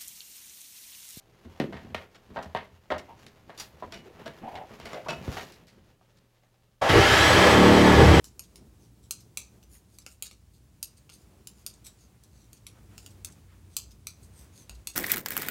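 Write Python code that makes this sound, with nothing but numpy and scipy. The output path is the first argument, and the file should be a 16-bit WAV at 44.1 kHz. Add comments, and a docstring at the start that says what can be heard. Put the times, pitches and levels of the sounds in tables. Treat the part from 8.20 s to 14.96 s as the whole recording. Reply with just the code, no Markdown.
"""Light metallic taps and short scrapes sound close by: someone is knitting in a quiet room.
Impact excites the bending modes of two needles, which the fingers damp at once; friction drives the
same modes as the needles slide along each other and through the yarn. Sleeves and wool rustle over
the room's hiss, hum and low rumble. In the second half a distant engine drones past outside, and two
soft, deep bumps swell in the room."""
import sys
import numpy as np
from scipy import signal
from scipy.fft import rfft, irfft, next_fast_len
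from scipy.io import wavfile

SR = 44100
rng = np.random.default_rng(int(sys.argv[2]) if len(sys.argv) > 2 else 0)


def generate_wav(sig):
    """Save sig (samples, or channels by samples) to the path in sys.argv[1] as 16-bit PCM at SR."""
    pcm = np.round(np.clip(np.atleast_2d(sig).T, -1, 1) * 32767).astype(np.int16)
    wavfile.write(sys.argv[1], SR, pcm)


N = 297908
FFT_SIZE = next_fast_len(N)
TIME, FREQ = np.arange(N) / SR, np.fft.rfftfreq(FFT_SIZE, 1 / SR)
LEAD = 256  # samples of silence before a tap

# Needle taps. Each row: start in seconds, level in dB, hardness as a tilt in dB per octave, shaft clack
# in dB, grip as a factor on the mode frequencies, seconds until the tips slip apart (0: a clean lift).
TAPS = [(0.043, -48, -2, -6.5, 1.18, 0.038), (0.194, -42, 0.5, -2, 1.04, .046),
        (0.3578, -52, -1.5, -2, 0.86, 0.014), (0.909, -33, 0.8, -1, 1.007, 0.1),
        (1.1727, -34.5, 0.5, 5.5, 0.95, .07), (1.4287, -66.5, -4, 5.5, 1.13, 0.0069),
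        (1.786, -50, 0, -4, 0.92, 0.034), (1.8642, -45, -4.5, 2.5, 1.075, 0),
        (2.024, -37.5, 2.5, 5.5, 1.07, 0), (2.112, -53.5, -4.5, 1, 0.88, .016),
        (2.6283, -36, 3, -1, 1.054, 0.15), (2.8936, -60, -7, 6.5, 1.08, 0),
        (2.8982, -53, -4, -2, 1.04, 0.024), (3.2722, -44.5, 1, 0.5, 1.14, 0.0079),
        (3.464, -37.5, 1.5, -4, 1.055, 0.077), (3.6666, -50.5, -1, -2, 0.86, 0.0055),
        (4.0365, -62, 1, -10, 1.25, 0.0087), (4.3308, -54, 1.5, 0.5, 1.07, .043),
        (4.467, -46.5, 0, 4.5, 0.91, 0.02), (4.7795, -47.5, -2.5, 1.5, 1.09, 0.019),
        (4.8624, -49, -2, 4, 1.11, .049), (5.0475, -39, 1.6, -1.5, 1.014, 0.077),
        (5.567, -30.5, 1.3, -1, .975, 0.15), (5.8697, -37.5, -1, 0.5, .955, 0),
        (6.495, -45.5, -3.5, 0.5, 1.06, .058), (6.672, -35, 1, 1.5, 1.03, .072)]
# Edges in Hz of a tap's five bands: knock, clack, body, ring and sparkle.
TAP_EDGES_HZ = [900, 2000, 3300, 7400, 10000, 16000]
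# An ordinary tap's level in each band, in dB relative to its level in TAPS.
TAP_SHAPE_DB = [-17.5, -8.5, 0, -1.5, -3]
# Bending modes of the held needles. Each row: frequency in Hz, relative level in dB, T60 in seconds.
NEEDLE_MODES = [(1289, -8, 0.014), (2557, -1, 0.0088), (3480, -13, 0.0054), (4257, -7, 0.016),
                (4804, -7.5, 0.013), (6150, -4.5, 0.014), (6490, -3.5, 0.019), (8240, -3.5, 0.015),
                (8880, -8.5, 0.015), (10950, 0.5, 0.015), (12610, -4.5, 0.012), (14000, -6.5, 0.014)]
# Modes of a tap's dull push on the hands. Each row: frequency in Hz, relative level in dB, T60 in seconds.
KNOCK_MODES = [(302, -0.5, 0.014), (530, -6, 0.021), (980, -19, 0.022)]
# Slides through a stitch. Each row: time of greatest pressure in seconds, length in seconds,
# level in dB, centre of the bright band in Hz.
SLIDES = [(0.059, .045, -53, 7040), (0.633, 0.12, -69, 5800), (0.846, 0.061, -65, 6300),
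          (1.546, .12, -58.5, 10500), (1.745, 0.14, -67, 8150), (1.913, .09, -59, 8960),
          (2.061, 0.047, -46.5, 6450), (2.353, 0.087, -67.5, 7500), (2.939, 0.061, -55, 6660),
          (3.012, 0.091, -68.5, 7650), (3.395, 0.1, -64, 7050), (3.667, .055, -47, 7200),
          (3.815, .12, -64, 6340), (4.19, .2, -66, 6200), (4.829, 0.24, -64.5, 6700),
          (5.542, 0.093, -64, 6400), (6.041, .06, -59, 7200), (6.193, .17, -59.5, 9300),
          (6.389, 0.15, -57.5, 7500)]
# Cloth brushes as a hand reaches round. Each row: peak time in seconds, half length in seconds,
# level in dB, centre in Hz.
BRUSHES = [(0.42, 0.06, -56, 210), (0.67, 0.061, -67.5, 196), (1.39, 0.091, -69.5, 380),
           (1.555, 0.018, -65, 2000), (3.16, 0.062, -66.5, 441), (4.576, 0.051, -66.5, 780),
           (4.74, 0.032, -64.5, 1470), (5.095, 0.018, -61.5, 1194), (5.32, .049, -67.5, 1640)]
# How busily the hands move. 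Each row: time in seconds, sleeve activity in dB, yarn activity in dB.
HAND_ACTIVITY = [(0.0, -64, -71.5), (0.79, -65, -75), (1.33, -64, -74), (1.82, -68.5, -74),
                 (1.96, -71, -77), (2.09, -69.5, -77), (2.41, -69, -77), (2.67, -68.5, -72),
                 (2.93, -65, -74.5), (3.07, -64.5, -69.5), (4.25, -67, -71.5), (4.48, -66.5, -71),
                 (4.7, -61.5, -67.5), (4.89, -61.5, -68), (5.23, -64.5, -69.5), (5.85, -66, -72.5),
                 (6.21, -63, -65), (6.76, -65, -69)]
# Noise spectra. Each row: frequency in Hz, relative spectral density in dB.
SLEEVE_SPECTRUM = [(100, -18.5), (150, 1), (215, 2.5), (255, -5.5), (295, -1), (420, -6.5), (520, -12.5),
                   (1000, -20), (2000, -34.5), (5000, -30)]  # soft rustle of hands and sleeves
WOOL_SPECTRUM = [(200, -9), (500, 4), (1000, 0), (1700, -2.5), (2600, -3.5), (5000, -16), (10000, -20),
                 (16000, -44)]  # dry brushing of the yarn
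HISS_SPECTRUM = [(100, 4.5), (500, 2), (1000, 2), (1900, -1.5), (3200, -1), (5000, -1), (7500, 0),
                 (10000, -2), (13000, -11.5), (16000, -5)]  # even hiss of the room
RUMBLE_SPECTRUM = [(15, -67), (30, -45), (38, -38), (46, -13.5), (56, 0.5), (70, -5), (110, -8),
                   (135, -12.5), (220, -19.5), (400, -48)]  # room and street
# Deep bumps. Each row: peak time in seconds, half length in seconds, level in dB.
THUDS = [(5.684, 0.22, -56), (6.547, 0.077, -47)]
# Reverberation of the room. Each row: frequency in Hz, T60 in seconds.
ROOM_DECAY = [(300, 0.45), (2500, 0.28), (6000, 0.31), (10000, 0.19), (15000, 0.15)]


def needles(tap_gain_db=0.5, knock_gain_db=2, tap_room_db=-4.5, slide_room_db=-5):
    """Superposition: each tap and slide is heard directly and through the room's reflections."""
    out = np.zeros(N)
    for start, db, hardness, clack_db, grip, _ in TAPS:
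        band_db = tap_bands(db, hardness, clack_db)
        click = amp(tap_gain_db) * tap(band_db, grip)
        add(click, LEAD / SR, knock(band_db[0] + knock_gain_db))
        add(out, start - LEAD / SR, click)
        add(out, start - LEAD / SR, amp(tap_room_db) * room(click))
    grit = np.tile(amp(4.5 * drift(500)), 2)  # the metal catches and slips on the fibres
    for row in SLIDES + slips():
        start, scrape = slide(*row, grit)
        add(out, start, scrape)
        add(out, start, amp(slide_room_db) * room(scrape))
    return out


def tap(band_db, grip, crack_db=4, crack_s=0.00071, chatter_s=0.00082, chatter_gain=0.96):
    """Damped free vibration: the tips meet and chatter once, and the fingers choke the bending modes."""
    t = np.arange(SR // 6) / SR
    hz, db, t60 = np.transpose(NEEDLE_MODES)[:, :, None]
    detune, strength, phase = rng.standard_normal((3, len(hz), 1))  # each contact lands on another spot
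    hz = hz * grip * (1 + 0.00652 * detune)
    modes = amp(db + 2 * strength) * np.sin(2 * np.pi * (hz * t + phase))
    decay = amp(-60 * t / t60) + amp(-39 - 60 * t / 0.25)  # only a trace rings on
    ring = (modes * decay).sum(0) * (1 - np.exp(-t / 0.0002))
    rebound = (t > chatter_s) * np.exp(-np.maximum(t - chatter_s, 0) / crack_s)
    crack = (np.exp(-t / crack_s) + chatter_gain * rebound) * rng.standard_normal(len(t))
    crack = signal.lfilter(*signal.butter(1, 900, "high", fs=SR), crack)
    # little radiates between the first two modes
    crack = signal.lfilter(*signal.iirnotch(1800, 2, fs=SR), crack)
    return equalise(np.pad(ring + amp(crack_db) * crack, (LEAD, 0)), band_db)


def tap_bands(db, hardness, clack_db, pivot_hz=4800):
    """Impact spectrum: hard contact tilts it to the treble; a blow on the shaft brings out the clack."""
    centres = np.sqrt(np.multiply(TAP_EDGES_HZ[:-1], TAP_EDGES_HZ[1:]))
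    is_clack = np.arange(len(centres)) == 1
    return db + np.array(TAP_SHAPE_DB) + hardness * np.log2(centres / pivot_hz) + clack_db * is_clack


def equalise(x, band_db, window_s=0.005):
    """Parseval's theorem: each band's energy, spread over window_s, is scaled toward its given level."""
    spectrum, hz = rfft(x), np.fft.rfftfreq(len(x), 1 / SR)
    bands = list(zip(TAP_EDGES_HZ, TAP_EDGES_HZ[1:]))
    centres = np.sqrt(np.prod(bands, axis=1))
    for _ in range(2):
        energy = np.array([np.sum(abs(spectrum[(hz >= lo) & (hz < hi)]) ** 2) for lo, hi in bands])
        power = 2 * energy / len(x) / (window_s * SR)
        spectrum *= amp(np.interp(hz, centres, band_db - 10 * np.log10(power)))
    return irfft(spectrum, len(x))


def knock(db):
    """Heavy damping: the fingers take up the blow in a few dull, short-lived modes."""
    t = np.arange(SR // 16) / SR
    return sum(amp(db + mode_db - 60 * t / t60) * np.sin(2 * np.pi * hz * t)
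               for hz, mode_db, t60 in KNOCK_MODES)


def slide(peak_s, length_s, db, bright_hz, grit, glide_octaves_per_s=-1.34, spread_octaves=0.83):
    """Forced vibration: friction drives the modes, which sink as the contact travels."""
    start = peak_s - 0.49 * length_s
    t = np.arange(start, start + length_s, 1 / SR)
    pressure = np.interp(t, [start, peak_s, start + length_s], [0, 1, 0]) ** 0.94
    friction, hiss = rng.standard_normal((2, len(t))) * grit[round(abs(start) * SR):][:len(t)]
    shift = 2 ** (glide_octaves_per_s * (t - peak_s) + 0.075 * rng.standard_normal())
    # the place of contact favours some modes over others
    gains = amp(2.5 * rng.standard_normal(len(NEEDLE_MODES))) * (-1) ** np.arange(len(NEEDLE_MODES))
    ring = sum(gain * resonate(friction, hz * shift, width_hz=380)
               for gain, (hz, _, _) in zip(gains, NEEDLE_MODES))
    scrape = unit(ring) + amp(-6) * unit(hiss)
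    scrape = signal.lfilter(*signal.butter(2, 13000, fs=SR), scrape)  # the wool softens the very top
    octaves = np.log2((np.fft.rfftfreq(len(t), 1 / SR) + 1) / bright_hz)
    scrape = irfft(rfft(scrape) / (1 + (octaves / spread_octaves) ** 2), len(t))
    return start, amp(db) * pressure * unit(scrape)


def slips(length_s=0.028, slip_db=-59, firm_tap_db=-40, bright_hz=6200):
    """Sliding friction: after most taps the tips part in a short slide, louder after a firmer tap."""
    return [(start + held_s, length_s, slip_db + 0.12 * (db - firm_tap_db), bright_hz)
            for start, db, *_, held_s in TAPS if held_s > 0]


def brushes():
    """Friction noise: each brush of cloth is a soft swell about two octaves wide."""
    out = np.zeros(N)
    for peak_s, half_s, db, hz in BRUSHES:
        cloth = noise([(hz / 8, -40), (hz / 2, -4), (hz, 0), (hz * 2, -7), (hz * 8, -35), (hz * 100, -80)])
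        out += swell(peak_s, half_s, db) * cloth
    return out


def rustle(activity, spectrum, db):
    """Amplitude modulation: the friction noise of fabric follows the hands' activity, given in dB."""
    return amp(db + activity) * noise(spectrum)


def hand_motion(sleeve_depth=1.22, yarn_depth=1.25, flutter_db=1.5):
    """Modulation depth: sleeve and yarn activity in dB swing about their means, with random flutter."""
    times, sleeves, yarn = np.transpose(HAND_ACTIVITY)
    return [depth * (np.interp(TIME, times, db) - db.mean()) + flutter_db * drift(15)
            for depth, db in ((sleeve_depth, sleeves), (yarn_depth, yarn))]


def engine(db=-56.5, fast_hz=111.3, slow_hz=89.8, eases_s=4.55, settle_s=0.301):
    """Transmission loss: walls pass only the low firing tone, which sinks as the engine eases off."""
    firing_hz = slow_hz + (fast_hz - slow_hz) * np.exp(-np.maximum(TIME - eases_s, 0) / settle_s)
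    cycles = np.cumsum(firing_hz * (1 + 0.015 * drift(6))) / SR
    throb_db = 2 * drift(10.4)
    return np.sqrt(2) * amp(db + throb_db) * nearness() * np.sin(2 * np.pi * cycles)


def nearness(nearest_s=4.78, approach_db_per_s=19, recede_db_per_s=3):
    """Attenuation with distance: the vehicle's gain rises quickly to 1, then falls slowly."""
    since = TIME - nearest_s
    return amp(np.minimum(approach_db_per_s * since, -recede_db_per_s * since))


def thuds(hz=58):
    """Room resonance: soft, deep bumps swell in the lowest mode."""
    envelope = sum(swell(*row) for row in THUDS)
    return np.sqrt(2) * envelope * np.sin(2 * np.pi * hz * TIME + 0.4 * drift(8.3))


def room(x, first_echo_s=0.0027, early_db=6, early_s=0.021, echoes_per_s=5000):
    """Reverberation: close reflections from hands and lap, then a short tail, new for each sound."""
    t = np.arange(SR // 3) / SR
    echoes = rng.standard_normal(len(t)) * (rng.random(len(t)) < echoes_per_s / SR) * (t > first_echo_s)
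    echoes *= 1 + amp(early_db) * np.exp(-t / early_s)
    hz, age, spectra = signal.stft(echoes, SR, nperseg=256)
    decay = amp(-60 * age / curve_at(ROOM_DECAY, hz)[:, None])
    response = signal.istft(spectra * decay, SR, nperseg=256)[1]
    return signal.fftconvolve(x, response / np.linalg.norm(response))


def ambience(yarn_db, hiss_db=-71, rumble_db=-59.5, vehicle_db=-64, hum_db=-67.5, hum_hz=116.9):
    """Noise floor: even hiss, a rumble that grows as the vehicle nears, and a faint wavering hum."""
    hiss = amp(hiss_db + 0.28 * yarn_db) * noise(HISS_SPECTRUM)  # moving fibres lift the hiss a little
    rumble = (amp(rumble_db) + amp(vehicle_db) * nearness()) * noise(RUMBLE_SPECTRUM)
    hum = amp(hum_db + 3 * drift(0.71)) * np.sin(2 * np.pi * hum_hz * TIME + 0.88 * drift(3.8))
    return hiss + rumble + hum


def resonate(x, hz, width_hz):
    """Resonance: a single mode of unit gain follows the frequency curve hz."""
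    carrier = np.exp(2j * np.pi * np.cumsum(hz) / SR)
    pole = np.exp(-np.pi * width_hz / SR)
    return 2 * (carrier * signal.lfilter([1 - pole], [1, -pole], x / carrier)).real


def noise(spectrum):
    """Spectral shaping: white noise takes the given spectrum, at rms 1."""
    white = rfft(rng.standard_normal(FFT_SIZE))
    return unit(irfft(white * amp(curve_at(spectrum, FREQ)), FFT_SIZE)[:N])


def drift(rate_hz):
    """Random fluctuation: noise low-passed at rate_hz, at rms 1."""
    white = rfft(rng.standard_normal(FFT_SIZE))
    return unit(irfft(white / (1 + (FREQ / rate_hz) ** 4), FFT_SIZE)[:N])


def swell(peak_s, half_s, db):
    """Gaussian envelope: the gain falls to 1/e at half_s either side of the peak."""
    return amp(db) * np.exp(-((TIME - peak_s) / half_s) ** 2)


def curve_at(points, hz):
    """Interpolation: (Hz, value) points are joined by lines on a log-frequency axis."""
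    point_hz, value = np.transpose(points)
    return np.interp(np.log(hz + 1), np.log(point_hz + 1), value)


def amp(db):
    """The decibel scale: 20 dB is a factor of ten in amplitude."""
    return 10 ** (np.asarray(db) / 20)


def unit(x):
    """Normalisation to rms 1."""
    return x / np.sqrt(np.mean(x ** 2) + 1e-20)


def add(mix, start_s, sound):
    """Superposition: a sound joins the mix at start_s."""
    part = mix[max(round(start_s * SR), 0):][:len(sound)]
    part += sound[:len(part)]


def scene():
    """Superposition: the knitting and its quiet surroundings sum to one channel."""
    knitting = needles()
    sleeve_db, yarn_db = hand_motion()
    fabric = rustle(sleeve_db, SLEEVE_SPECTRUM, db=-65) + rustle(yarn_db, WOOL_SPECTRUM, db=-75)
    return (knitting + fabric + ambience(yarn_db) + brushes() + engine() + thuds())[None]


def record(dry):
    """Band limiting: a steep low-pass filter removes the treble above about 16 kHz."""
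    low_pass = signal.firwin(255, 15950, window=("kaiser", 8), fs=SR)
    return signal.oaconvolve(dry, low_pass[None], "same", axes=1)


dry = scene()
out = record(dry)
generate_wav(out)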